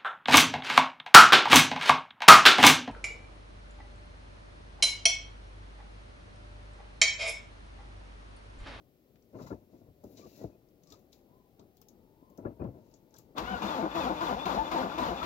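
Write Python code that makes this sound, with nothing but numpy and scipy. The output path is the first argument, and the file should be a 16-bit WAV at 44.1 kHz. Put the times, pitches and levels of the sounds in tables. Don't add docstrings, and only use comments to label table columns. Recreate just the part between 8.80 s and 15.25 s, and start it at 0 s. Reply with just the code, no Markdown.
import sys
import numpy as np
from scipy import signal
from scipy.fft import rfft, irfft, next_fast_len
from scipy.io import wavfile
from scipy.ndimage import uniform_filter1d, map_coordinates

SR = 44100
rng = np.random.default_rng(int(sys.argv[2]) if len(sys.argv) > 2 else 0)


def generate_wav(sig):
    pcm = np.round(np.clip(np.atleast_2d(sig).T, -1, 1) * 32767).astype(np.int16)
    wavfile.write(sys.argv[1], SR, pcm)


def elevation(decibels):
    levels = np.asarray(decibels, float)
    return 10 ** (levels / 20)


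N = 284533
TIME = np.arange(N) / SR


def unit(x):
    return x / np.sqrt(np.mean(x ** 2) + 1e-20)


def along(points, hz):
    f, v = np.transpose(points)
    return np.interp(np.log(hz + 1), np.log(f + 1), v)


def curves(rows):
    s, *cols = np.transpose(rows)
    return [np.interp(TIME, s, c) for c in cols]


def wobble(rate_hz):
    knots = rng.standard_normal(int(N * rate_hz / SR) + 4)
    return map_coordinates(knots, [TIME * rate_hz])


def filtered(x, response):
    m = next_fast_len(N + 8192)
    mirror = x[..., :-1025:-1] * np.linspace(1, 0, 1024)
    x = np.concatenate([x, mirror], axis=-1)
    return irfft(rfft(x, m) * response(np.fft.rfftfreq(m, 1 / SR)), m)[..., :N]


def modes(table):
    def response(f):
        total = 0
        for k, (hz, width_hz, db) in enumerate(table):
            damping = 1j * f * width_hz
            total = total + (-1) ** k * elevation(db) * damping / (hz * hz - f * f + damping)
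        return total
    return response


def rush(spectrum):
    return unit(filtered(rng.standard_normal((2, N)), lambda f: elevation(along(spectrum, f))))


def puffs(rows, rise_s, knock=0):
    shape, kick, t = np.zeros(N + SR // 2), np.zeros(N + SR // 2), np.arange(SR // 2) / SR
    for s, db, t60_s in rows:
        fall = elevation(db - 60 * t / max(t60_s, .005))
        shape[round(s * SR):][:len(t)] += fall * (1 - np.exp(-t / rise_s))
        kick[round((s + 2 * rise_s) * SR)] -= knock * elevation(db)
    return shape[:N] * rng.standard_normal((2, N)) + kick[:N] * [[1], [.5]]


def swells(rows, fall_db_per_s):
    gain = 0
    for s, hold_s, db, rise_s in rows:
        below_db = 35.5 * np.clip(s - TIME, 0, 9) / rise_s
        gain = gain + elevation(db - below_db - fall_db_per_s * np.clip(TIME - s - hold_s, 0, 9))
    return gain


def fuzzy(hz, spread_hz, steady=0):
    phase = 2 * np.pi * np.cumsum(hz) / SR
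    slow = np.array([wobble(spread_hz) for _ in range(4)])
    return unit((slow[:2] + [[steady], [0]]) * np.sin(phase) + slow[2:] * np.cos(phase))


def flares(rows, spread_hz, steady):
    out = np.zeros((2, N + SR))
    for s, length_s, start_hz, end_hz, db in rows:
        u = np.arange(int(length_s * SR)) / (length_s * SR)
        phase = 2 * np.pi * np.cumsum(start_hz + (end_hz - start_hz) * u) / SR
        knots = rng.standard_normal((4, 64))
        slow = np.array([np.interp(u * length_s * spread_hz, np.arange(64), k) for k in knots])
        tone = (slow[:2] + [[steady], [0]]) * np.sin(phase) + slow[2:] * np.cos(phase)
        out[:, round(s * SR):][:, :len(u)] += elevation(db) * np.sin(np.pi * u) * unit(tone)
    return out[:, :N]


# [start_s, clack_db, loaded_s, growl_db, load_rise_db]
STROKES = [
    (4.579, -27.5, 0.1, -44, 0),
    (4.82, -46, 0.26, -41, 6.5),
    (5.15, -54, 0.18, -36.5, -0.5),
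    (5.407, -46, 0.16, -38.5, 0.5),
    (5.655, -32, 0.17, -38, 0.5),
    (5.915, -36, 0.16, -37, 0.5),
    (6.181, -34, 0.16, -37, -0.5),
    (6.428, -47, 0.13, -44.5, 6),
]


def crank():
    start_s, _, loaded_s, *_ = np.transpose(STROKES)
    stroke = np.clip(np.searchsorted(start_s, TIME) - 1, 0, None)
    since_s = TIME - start_s[stroke]
    length_s = np.diff(start_s, append=start_s[-1] + .26)[stroke]
    loaded_s = loaded_s[stroke]
    slack = 1 + (since_s - loaded_s) / (length_s - loaded_s)
    return stroke, np.where(since_s < loaded_s, since_s / loaded_s, slack)


# [time_s, pitch_hz, whine_db, top_db, octave_db]
SPIN_UP = [(4.56, 363, -68, -79.5, -68), (4.63, 610, -54, -68, -62), (4.66, 685, -58, -55, -56),
           (4.685, 738, -52, -51, -41), (4.715, 760, -45, -57, -40), (4.735, 745, -38, -52, -41),
           (4.755, 715, -42, -54, -38), (4.775, 705, -45, -60, -42), (4.79, 776, -52, -58, -51),
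           (4.82, 886, -55, -60, -62)]
# [phase, pitch_hz, whine_db]
LABOUR = [(0, 993, -42), (.12, 1034, -39), (.35, 898.7, -43), (.52, 820.9, -43), (.87, 502.1, -49),
          (1.25, 870.6, -45), (1.8, 895, -72), (2, 994.8, -64)]


def motor():
    first_top_hz, coast_db = 893, -36
    early_stroke, early_share = 4, .64
    stroke, phase = crank()
    early = stroke == early_stroke
    at, stroke_hz, stroke_db = np.transpose(LABOUR)
    hurried = np.where(early, np.interp(phase, [0, 1, 2], [0, 1 / early_share, 2]), phase)
    hz, db = np.interp(hurried, at, stroke_hz), np.interp(phase, at, stroke_db)
    recover_db = 9 * (hurried > 1.1) * (phase < .97) * early
    coasting = (stroke == 1) & (hz > first_top_hz) & (phase < 1)
    hz = np.where(coasting, first_top_hz, hz)
    db = db + coast_db * coasting + recover_db
    sing_db = 7 * np.exp(-((hz - 850) / 110) ** 2)
    top_db = -62 + sing_db - 9 * (phase > 1) - recover_db
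    labour = [hz, db, top_db, db - 18.5]
    return uniform_filter1d(np.where(stroke == 0, curves(SPIN_UP), labour), size=700)


# [mode_hz, width_hz, level_db]
HOUSING = [(198, 35, -3.5), (262, 13.4, -1.5), (325, 46, -4.5), (522.6, 66, -3.5), (663, 75, -2),
           (783, 98, -1.5), (895, 21, 4), (1000, 44, 0), (1194, 9.4, -0.5), (1430, 64, -7)]
# [mode_hz, width_hz, level_db]
PINION = [(1731, 70, -4), (2111, 60, -7), (2438, 70, -2.5), (2668, 55, -2), (2900, 120, -6), (3330, 60, -4),
          (3545, 80, -1)]
# [freq_hz, density_db_per_hz]
GRIT = [(650, -3.5), (1100, 5), (1800, -8.5), (2640, -10.5), (3190, -13), (3530, -10.5), (3810, -10),
        (6830, -25.5), (8840, -49), (12400, -31.5), (16000, -38)]
# [phase, level_db]
GRIT_SHAPE = [(0, 9.3), (.15, 9.5), (.6, 8.76), (1, 1.8), (1.4, 3), (2, 1.5)]
# [phase, level_db]
RING_SHAPE = [(0, 14.5), (.45, -23), (.75, 4.5), (1.1, -1), (1.4, 6), (2, 5.5)]


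def teeth():
    start_s, _, _, growl_db, rise_db = np.transpose(STROKES)
    stroke, phase = crank()

    def over(shape):
        return uniform_filter1d(np.interp(phase, *np.transpose(shape)), size=200)

    bite_db = 7 * np.exp(-np.clip(TIME - start_s[0] - .022, 0, 9) / .012)
    eased = np.clip((phase - .91) / (1.09 - .91), 0, 1)
    effort_db = rise_db[stroke] * np.minimum(phase, 1) * (1 - eased) - 5.5 * eased
    load = uniform_filter1d(elevation(growl_db[stroke] + effort_db * (stroke > 0) + bite_db), size=250)

    turns = np.cumsum(motor()[0] / 3 * (1 + .06 * wobble(90))) / SR
    strength = [[1.1], [0]] + np.tanh(rng.standard_normal((2, N)))
    hit = np.diff(np.floor(turns), prepend=0) * strength
    gate = np.exp(-2.5 * (turns % 1))
    drive = unit(hit) + .7 * unit(gate * rng.standard_normal((2, N)))

    lumpy = elevation(1.4 * np.tanh(wobble(60)))
    growl = load * unit(filtered(drive * lumpy, lambda f: modes(HOUSING)(f) / (1 + (f / 1900) ** 2)))
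    choke_db = .63 * rise_db[stroke] * np.minimum(phase, 2 - phase)
    grit_db = -47 + np.where(stroke == 0, 2.5 + bite_db, over(GRIT_SHAPE) - choke_db)
    grit = elevation(grit_db) * unit((13.0 + gate) * rush(GRIT))
    ring_db = over(RING_SHAPE) - 63 - 7 * (stroke == 0) + 2.5 * wobble(40)
    ring = elevation(ring_db) * unit(filtered(drive, lambda f: modes(PINION)(f) ** 2))
    return growl + grit + ring


def rocking():
    start_s, _, loaded_s, *_ = np.transpose(STROKES)
    jolts_s = [4.64, 4.756, *(start_s[2:] + .042), *(start_s + loaded_s - .035)[1:]]
    sway = elevation(-60) + elevation(-47.5) * sum(np.exp(-((TIME - s) / .043) ** 2) for s in jolts_s)
    return sway * rush([(25, -36), (45, 8), (58, 11.0), (85, -0.5), (120, -14.5), (170, 7.5), (300, -61.5)])


THUD_DB = [-16.5, -34, -20, -17, -14.5, -13, -17]
# [start_s, level_db]
VALVES = [(4.775, -50), (5.09, -56), (5.36, -41), (5.592, -63), (5.86, -41), (6.108, -59), (6.335, -45),
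          (6.385, -40)]


def knocks():
    def gritty(gain_db, low_cut_hz):
        return lambda f: elevation(along(GRIT, f) + gain_db) / (1 + (low_cut_hz / (f + 1)) ** 2)

    start_s, clack_db, *_ = np.transpose(STROKES)
    clacks = puffs([(s, db - 5.0, .06) for s, db in zip(start_s, clack_db)], rise_s=.0018)
    thuds = puffs([(s + .0086, db, .15) for s, db in zip(start_s[1:], THUD_DB)], rise_s=.0081)
    valves = puffs([(s, db, .2) for s, db in VALVES], rise_s=.019)
    block = modes([(195.5, 18, 2.9), (349.0, 21, 6.4)])
    return filtered(clacks, gritty(18.5, 1500)) + filtered(thuds, block) + filtered(valves, gritty(10.5, 1200))


# [start_s, length_s, start_hz, end_hz, level_db]
HOWLS = [(4.585, 0.056, 325, 320, -45.5), (4.7, 0.066, 196, 191, -42), (4.82, 0.051, 218, 205, -41),
         (4.87, 0.091, 1230, 1200, -51), (4.87, 0.049, 2450, 2450, -55), (5.02, 0.063, 341, 298, -35.5),
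         (5.03, 0.043, 663, 627, -41), (5.2, 0.031, 884, 910, -49), (5.26, 0.04, 797, 752, -37),
         (5.29, 0.046, 325, 307, -39.5), (5.465, 0.027, 904, 895, -38), (5.5, 0.061, 3036, 2980, -59),
         (5.5, 0.048, 700, 650, -40), (6.03, 0.049, 746, 703, -38), (6.28, 0.057, 738.4, 690, -43.5),
         (4.93, 0.065, 900, 800, -45), (5.655, 0.032, 197, 193, -39), (5.75, 0.049, 671, 698, -40.5),
         (5.785, 0.051, 871, 903, -29), (5.84, 0.022, 2900, 2910, -59), (5.92, 0.041, 353, 344, -40.5),
         (5.96, 0.034, 930, 940, -35), (6.19, 0.049, 258, 246, -38), (6.2, 0.059, 994, 981, -37),
         (6.27, 0.039, 2954, 2920, -56)]
# [start_s, length_s, start_hz, end_hz, level_db]
STREAKS = [(4.565, 0.017, 3540, 3620, -55), (4.815, .035, 2870, 2800, -55), (4.82, 0.035, 2450, 2420, -55),
           (4.822, 0.052, 3515, 3620, -54), (4.872, 0.034, 3680, 3570, -50),
           (4.895, 0.052, 3450, 3250, -52), (5.1, 0.064, 3560, 3480, -62), (5.14, 0.034, 2560, 2590, -54.5),
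           (5.158, 0.041, 3370, 3480, -52), (5.2, 0.054, 3700, 3270, -52), (5.195, .055, 2760, 2330, -52),
           (5.262, 0.038, 1506, 1200, -44), (5.355, 0.042, 3470, 3550, -61), (5.41, .04, 1494, 1290, -42),
           (5.462, 0.028, 3640, 3340, -49), (5.51, 0.045, 1494, 1334, -49), (5.588, 0.05, 3330, 3630, -52),
           (5.62, .045, 3550, 3570, -54), (5.648, 0.027, 2720, 2680, -56), (5.69, 0.046, 3560, 3520, -57),
           (5.71, 0.0367, 3420, 3260, -56), (5.685, .03, 1402, 1370, -47), (5.84, 0.05, 3530, 3470, -56),
           (5.91, 0.03, 2200, 2000, -48), (5.96, .04, 3615, 3260, -59), (6.02, 0.039, 1473, 1363, -46),
           (6.11, 0.051, 3510, 3560, -59), (6.11, 0.023, 1380, 1450, -49), (6.222, 0.042, 3620, 3360, -55),
           (6.355, 0.051, 3470, 3620, -53), (6.41, 0.034, 1234, 1460, -43)]


def starter():
    engaged = np.clip((TIME - 4.545) / .037, 0, 1) ** 3
    howls = flares(HOWLS, spread_hz=40, steady=2.2)
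    streaks = elevation(2) * flares(STREAKS, spread_hz=90, steady=2.5)
    return engaged * (teeth() + rocking()) + knocks() + howls + streaks


def whine():
    hz, db, top_db, octave_db = motor()
    slow = np.clip((620 - hz) / 130, 0, 1)
    low = fuzzy(hz, 70, 1.8) + elevation(octave_db - db) * fuzzy(2 * hz, 90, 3)
    low = low + elevation(7) * slow * fuzzy(hz * 2 / 3, 30, 2)
    driving = 1. * (np.gradient(hz) * SR < 1500) + (TIME < 4.75)
    pushing = uniform_filter1d(driving, size=600).clip(.1, 1)
    top = elevation(-7) * fuzzy(3 * hz, 120, .6) + fuzzy(4 * hz, 200, 1.8)
    top = pushing * (top + elevation(-5) * (TIME < 4.8) * fuzzy(5 * hz, 250, .5))

    def flare(f):
        return .7 + .4 * abs(modes(HOUSING)(f)) + .25 * abs(modes(PINION)(f))

    return filtered((TIME > 4.56) * (elevation(db) * low + elevation(top_db + 1.0) * top), flare)


# [start_s, peak_db,
# brightness_db, t60_s]
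THUMPS = [(0.534, -32.5, -40, 0.044), (0.56, -56, -4, 0.12), (0.585, -32.5, -14, 0.38),
          (0.612, -25, -24, 0.041), (0.666, -48, 1, 0.21), (0.705, -23, -18, 0.13),
          (0.712, -18.5, -26, 0.037), (0.725, -23, -14, 0.062), (2.822, -50, -33, 0.085),
          (3.701, -34, -31, 0.094), (3.808, -26.5, -26, 0.067), (0.93, -38, -33, 0.15),
          (1.012, -38.5, -27, 0.13), (1.237, -27.5, -32, 0.17), (1.292, -46, -33, 0.53),
          (1.347, -53, -26, 0.12), (1.39, -36, -29, 0.19), (1.61, -31.5, -25.5, 0.35),
          (1.641, -16, -51, 0.061), (2.118, -42, -13, 0.33), (2.789, -40, -19, 0.32),
          (3.016, -53, -2.5, 0.11), (2.327, -58, -5, 0.13), (3.421, -40.5, -30, 0.12),
          (3.502, -42.5, -41, 0.17), (3.582, -25.5, -22.5, 0.17), (3.651, -11.5, -18.5, 0.057),
          (3.795, -24.5, -24.5, 0.37), (3.817, -23, -15, 0.08), (3.842, -30, -16, 0.21),
          (3.891, -52, -27, 0.13), (4.141, -43, -22, 0.047), (4.34, -45, -5.5, 0.12),
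          (4.362, -50, -9, 0.058), (4.386, -44, -13, 0.13), (3.663, -26, -15, 0.15), (4.55, -33, -12, 0.18)]
# [start_s, hold_s, level_db, rise_s]
SHUFFLE = [(.55, 0.069, -52, 0.082), (.7, 0.053, -52, 0.04), (.94, 0.0065, -53, 0.12),
           (1.38, 0.018, -56.5, 0.78), (1.46, 0.18, -64, 0.03), (1.64, 0.033, -52.5, 0.22),
           (3.61, 0.08, -50, 0.051), (3.84, 0.016, -47, 0.13), (3.9, 0.097, -58.5, 0.054)]
# [start_s, level_db, t60_s]
BOOMS = [(.6, -16, 0.47), (.71, -29, 0.24), (1.0, -29, 0.98), (3.65, -29, 0.24), (3.795, 0.5, 0.25),
         (3.84, -25, 0.15)]
# [mode_hz, width_hz, level_db]
SHELL = [(61, 14, -7), (105.5, 15, -1), (253.6, 203, 0.5), (368, 272, 0), (611, 180, -5)]
# [mode_hz, width_hz, level_db]
PANELS = [(800, 84, -0.5), (900, 140, 7), (1090, 204, 3.5), (1350, 195, 1), (1780, 54, -9), (2010, 90, -9),
          (2720, 350, -13)]


def driver():
    def soft(table, hz):
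        return lambda f: modes(table)(f) / (1 + 1.4j * f / hz - (f / hz) ** 2) ** 2

    def floor_pan(f):
        return modes([(70, 40, -3), (115, 45, 0), (160, 50, -3)])(f) / (1 + (f / 250) ** 4)

    blows = puffs([(s - .004, db + 8, t60) for s, db, _, t60 in THUMPS], rise_s=.004, knock=6.8)
    sharp = puffs([(s - .003, db + bright + 9, .6 * t60) for s, db, bright, t60 in THUMPS], rise_s=.007)
    thumps = filtered(blows, soft(SHELL, 870)) + filtered(sharp, soft(PANELS, 2030))
    lumps = elevation(4.2 * wobble(40)) * rng.standard_normal((2, N))
    shifting = unit(filtered(lumps, soft(SHELL, 920)))
    shifting = shifting + elevation(-21.0) * unit(filtered(lumps, soft(PANELS, 3900)))
    booms = filtered(puffs(BOOMS, rise_s=.043), floor_pan)
    return thumps + swells(SHUFFLE, fall_db_per_s=154) * shifting + booms


# [start_s, hold_s, level_db, rise_s, fine_over_coarse_db]
RUSTLE = [(0.628, 0.0031, -61.5, 0.16, -4), (.67, .005, -66.5, 0.016, -1), (0.92, 0.084, -81.5, 0.067, -2),
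          (1.256, 0.077, -78, 0.11, 7), (1.31, .005, -89, .03, 19), (1.38, 0.0035, -59.5, 0.049, -9),
          (1.472, 0.11, -75, 0.026, 3), (1.62, 0.011, -66, 0.48, -0.5), (2.123, 0.0045, -65, 0.15, -5),
          (2.324, .005, -68, 0.011, 1), (4.153, .005, -78, 0.82, -7), (4.384, 0.0037, -69, 0.14, -2)]
# [freq_hz, density_db_per_hz]
CLOTH = [(880, -38), (1500, -13.5), (2660, -5.5), (3180, -12.5), (3880, -2.5), (6000, -4.5), (7240, -10.5),
         (8600, -41)]
# [freq_hz, density_db_per_hz]
FINE = [(8000, -43), (10500, -7.5), (13400, 0), (16000, 1.5)]


def cloth():
    fall_db_per_s = 210
    grain = elevation(1.4 * wobble(150))
    coarse = swells([row[:4] for row in RUSTLE], fall_db_per_s) * rush(CLOTH)
    fine_rows = [(s, hold_s, db + fine_db, rise_s) for s, hold_s, db, rise_s, fine_db in RUSTLE]
    fine = swells(fine_rows, fall_db_per_s) * rush(FINE)
    return grain * (elevation(-3.5) * coarse + elevation(-6.5) * fine)


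# [start_s, length_s, start_hz, end_hz,
# level_db]
CREAKS = [(.55, 0.027, 1016, 965, -59.5), (.583, 0.041, 2010, 2000, -76), (.659, 0.027, 1000, 1040, -67),
          (.66, 0.022, 2050, 2030, -66), (1.395, 0.083, 1126, 1160, -63.5), (1.4, 0.037, 2330, 2350, -74),
          (1.46, .03, 2720, 2720, -83), (1.5, 0.082, 2750, 2680, -80), (1.54, 0.14, 1940, 1950, -77.5),
          (1.71, 0.059, 2500, 2530, -83), (2.05, 0.087, 1160, 1120, -76), (2.12, .035, 1272, 1220, -64),
          (.704, 0.019, 1336, 1420, -51), (.718, .02, 1680, 1700, -64), (.66, 0.028, 1400, 1450, -64),
          (3.647, 0.016, 1350, 1380, -49), (3.66, 0.019, 1650, 1710, -60), (2.45, 0.15, 890, 1060, -74),
          (2.5, 0.21, 1052, 983, -75.5), (3.37, 0.22, 1000, 1068, -73), (3.795, 0.035, 2470, 2460, -72),
          (4.337, 0.033, 1620, 1610, -72)]


def creaks():
    return flares(CREAKS, spread_hz=130, steady=1.2)


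# [start_s, peak_db, ring_hz, top_db]
TICKS = [(0.357, -61, 1500, -36), (.423, -62, 5600, -35), (1.239, -55.5, 5340, -20),
         (1.371, -51, 3870, -37), (1.8861, -65, 5520, -35), (2.034, -56.5, 6560, -26),
         (2.0716, -51, 5270, -41), (2.102, -46, 5300, -43), (2.122, -43.5, 3740, -28),
         (2.192, -76, 7000, -5), (2.3284, -49.5, 3680, -29), (2.794, -55, 3740, -40),
         (2.9687, -61, 4130, -14), (3.015, -51.5, 5200, -16.5), (3.0847, -47, 6540, -23.5),
         (3.5, -67.5, 7400, -11), (3.575, -53.5, 6200, -21), (2.794, -67, 2700, -40),
         (2.978, -66, 3230, -40), (3.024, -62, 2700, -40), (2.036, -67, 3000, -40), (4.366, -53, 3500, -40),
         (3.8396, -61.5, 2800, -35), (4.113, -64, 5800, -48), (4.131, -69, 6800, -42),
         (4.139, -49, 6800, -41), (4.307, -64, 5500, -40), (4.34, -48, 5950, -29), (4.362, -51, 6400, -27),
         (4.385, -48.5, 7400, -15.5)]


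def ticks():
    out = np.zeros((2, N + SR // 4))
    t = np.arange(SR // 4) / SR
    f = np.fft.rfftfreq(len(t), 1 / SR)
    dull = 1 / (1 + (f / 7500) ** 16)
    snap, tail = elevation(-60 * t / .02), elevation(-12 - 60 * t / .14)
    decay = (snap + tail) * (1 - np.exp(-t / .0005))
    for s, db, hz, top_db in TICKS:
        crack = decay * rng.standard_normal((2, len(t)))
        ring = modes([(hz, 900, 0), (5500, 4500, -7 - 12 * (hz < 3200))])(f)
        ring = ring * dull / (1 + (.5 * hz / (f + 1)) ** 4)
        top = modes([(14000, 4500, top_db + 8)])(f) / (1 + (10800 / (f + 1)) ** 12)
        out[:, round(s * SR):][:, :len(t)] += elevation(db + 7.0) * irfft(rfft(crack) * (ring + top), len(t))
    return out[:, :N]


# [time_s, hum_db, drone_db, drone_hz]
TOWN = [(0, -64, -100, 800), (.5, -66.5, -100, 800), (1.15, -69.5, -101, 800), (2.4, -62.5, -81, 790),
        (2.95, -66, -79.5, 760), (3.12, -63, -79.5, 870), (3.55, -62, -76, 915), (4.1, -62, -78.5, 885)]
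# [freq_hz, density_db_per_hz]
HUM = [(15, -30), (28, 8.5), (70, -2.5), (356, -1), (605, -8.5), (928, -22.5), (994, -21), (1180, -23),
       (1500, -28.5), (1950, -73), (3300, -120)]
# [freq_hz, density_db_per_hz]
HISS = [(710, -60), (1200, -14), (1810, -6.5), (2150, -7), (5240, -10), (9110, -17.5), (13900, -4.5),
        (16000, -5)]


def town():
    hum_db, drone_db, drone_hz = curves(TOWN)
    hum = elevation(hum_db + 1.5 * wobble(6)) * rush(HUM)
    drone = elevation(drone_db - 1.5) * fuzzy(drone_hz * (1 + .02 * wobble(5)), spread_hz=170, steady=.9)
    return hum + drone + elevation(-74.5) * rush(HISS)


# [freq_hz, likeness]
ALIKE = [(60, .98), (250, .96), (500, .84), (850, .68), (1150, .1), (1600, .5), (2200, .25), (3600, .55),
         (8000, 0.05)]
# [freq_hz, share]
LAG_SHARE = [(500, .62), (850, 1)]


def ports(pair, nearer, lead_s):
    side = np.array([[1], [-1]])

    def split(f):
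        turn = np.arccos(np.clip(along(ALIKE, f), 0, 1)) / 2
        return np.array([np.cos(turn), np.sin(turn)])

    def arrival(f):
        lag = np.exp(side * 1j * np.pi * f * lead_s * along(LAG_SHARE, f))
        return elevation(side * along(nearer, f) / 2) * lag

    shared, apart = filtered(pair, split)
    return filtered(shared + side * apart, arrival)


# [freq_hz, left_over_right_db]
NEARER = [(60, 6), (380, 6), (700, 5.5), (1290, 7.5), (4400, 6), (6000, 10), (7700, 23), (15000, 18)]
# [freq_hz, left_over_right_db]
AROUND = [(60, 4.5), (110, 10.5), (200, 9.5), (380, 5.5), (700, 11), (1290, 5.5), (2380, 4.5), (4400, 1),
          (8120, 2.5), (15000, 0.5)]


def scene():
    engine = ports(starter() + whine(), NEARER, lead_s=.00037)
    cabin = ports(driver() + cloth() + creaks() + ticks(), NEARER, lead_s=.000316)
    return engine + cabin + ports(town(), AROUND, lead_s=.00022)


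def roll_off(x):
    return signal.sosfilt(signal.butter(12, 16660, fs=SR, output="sos"), x)


def record(dry):
    def band(f):
        return (f < 15830) / (1 + (45 / (f + 1)) ** 4)

    return roll_off(filtered(dry, band))


dry = scene()
out = record(dry)
generate_wav(out)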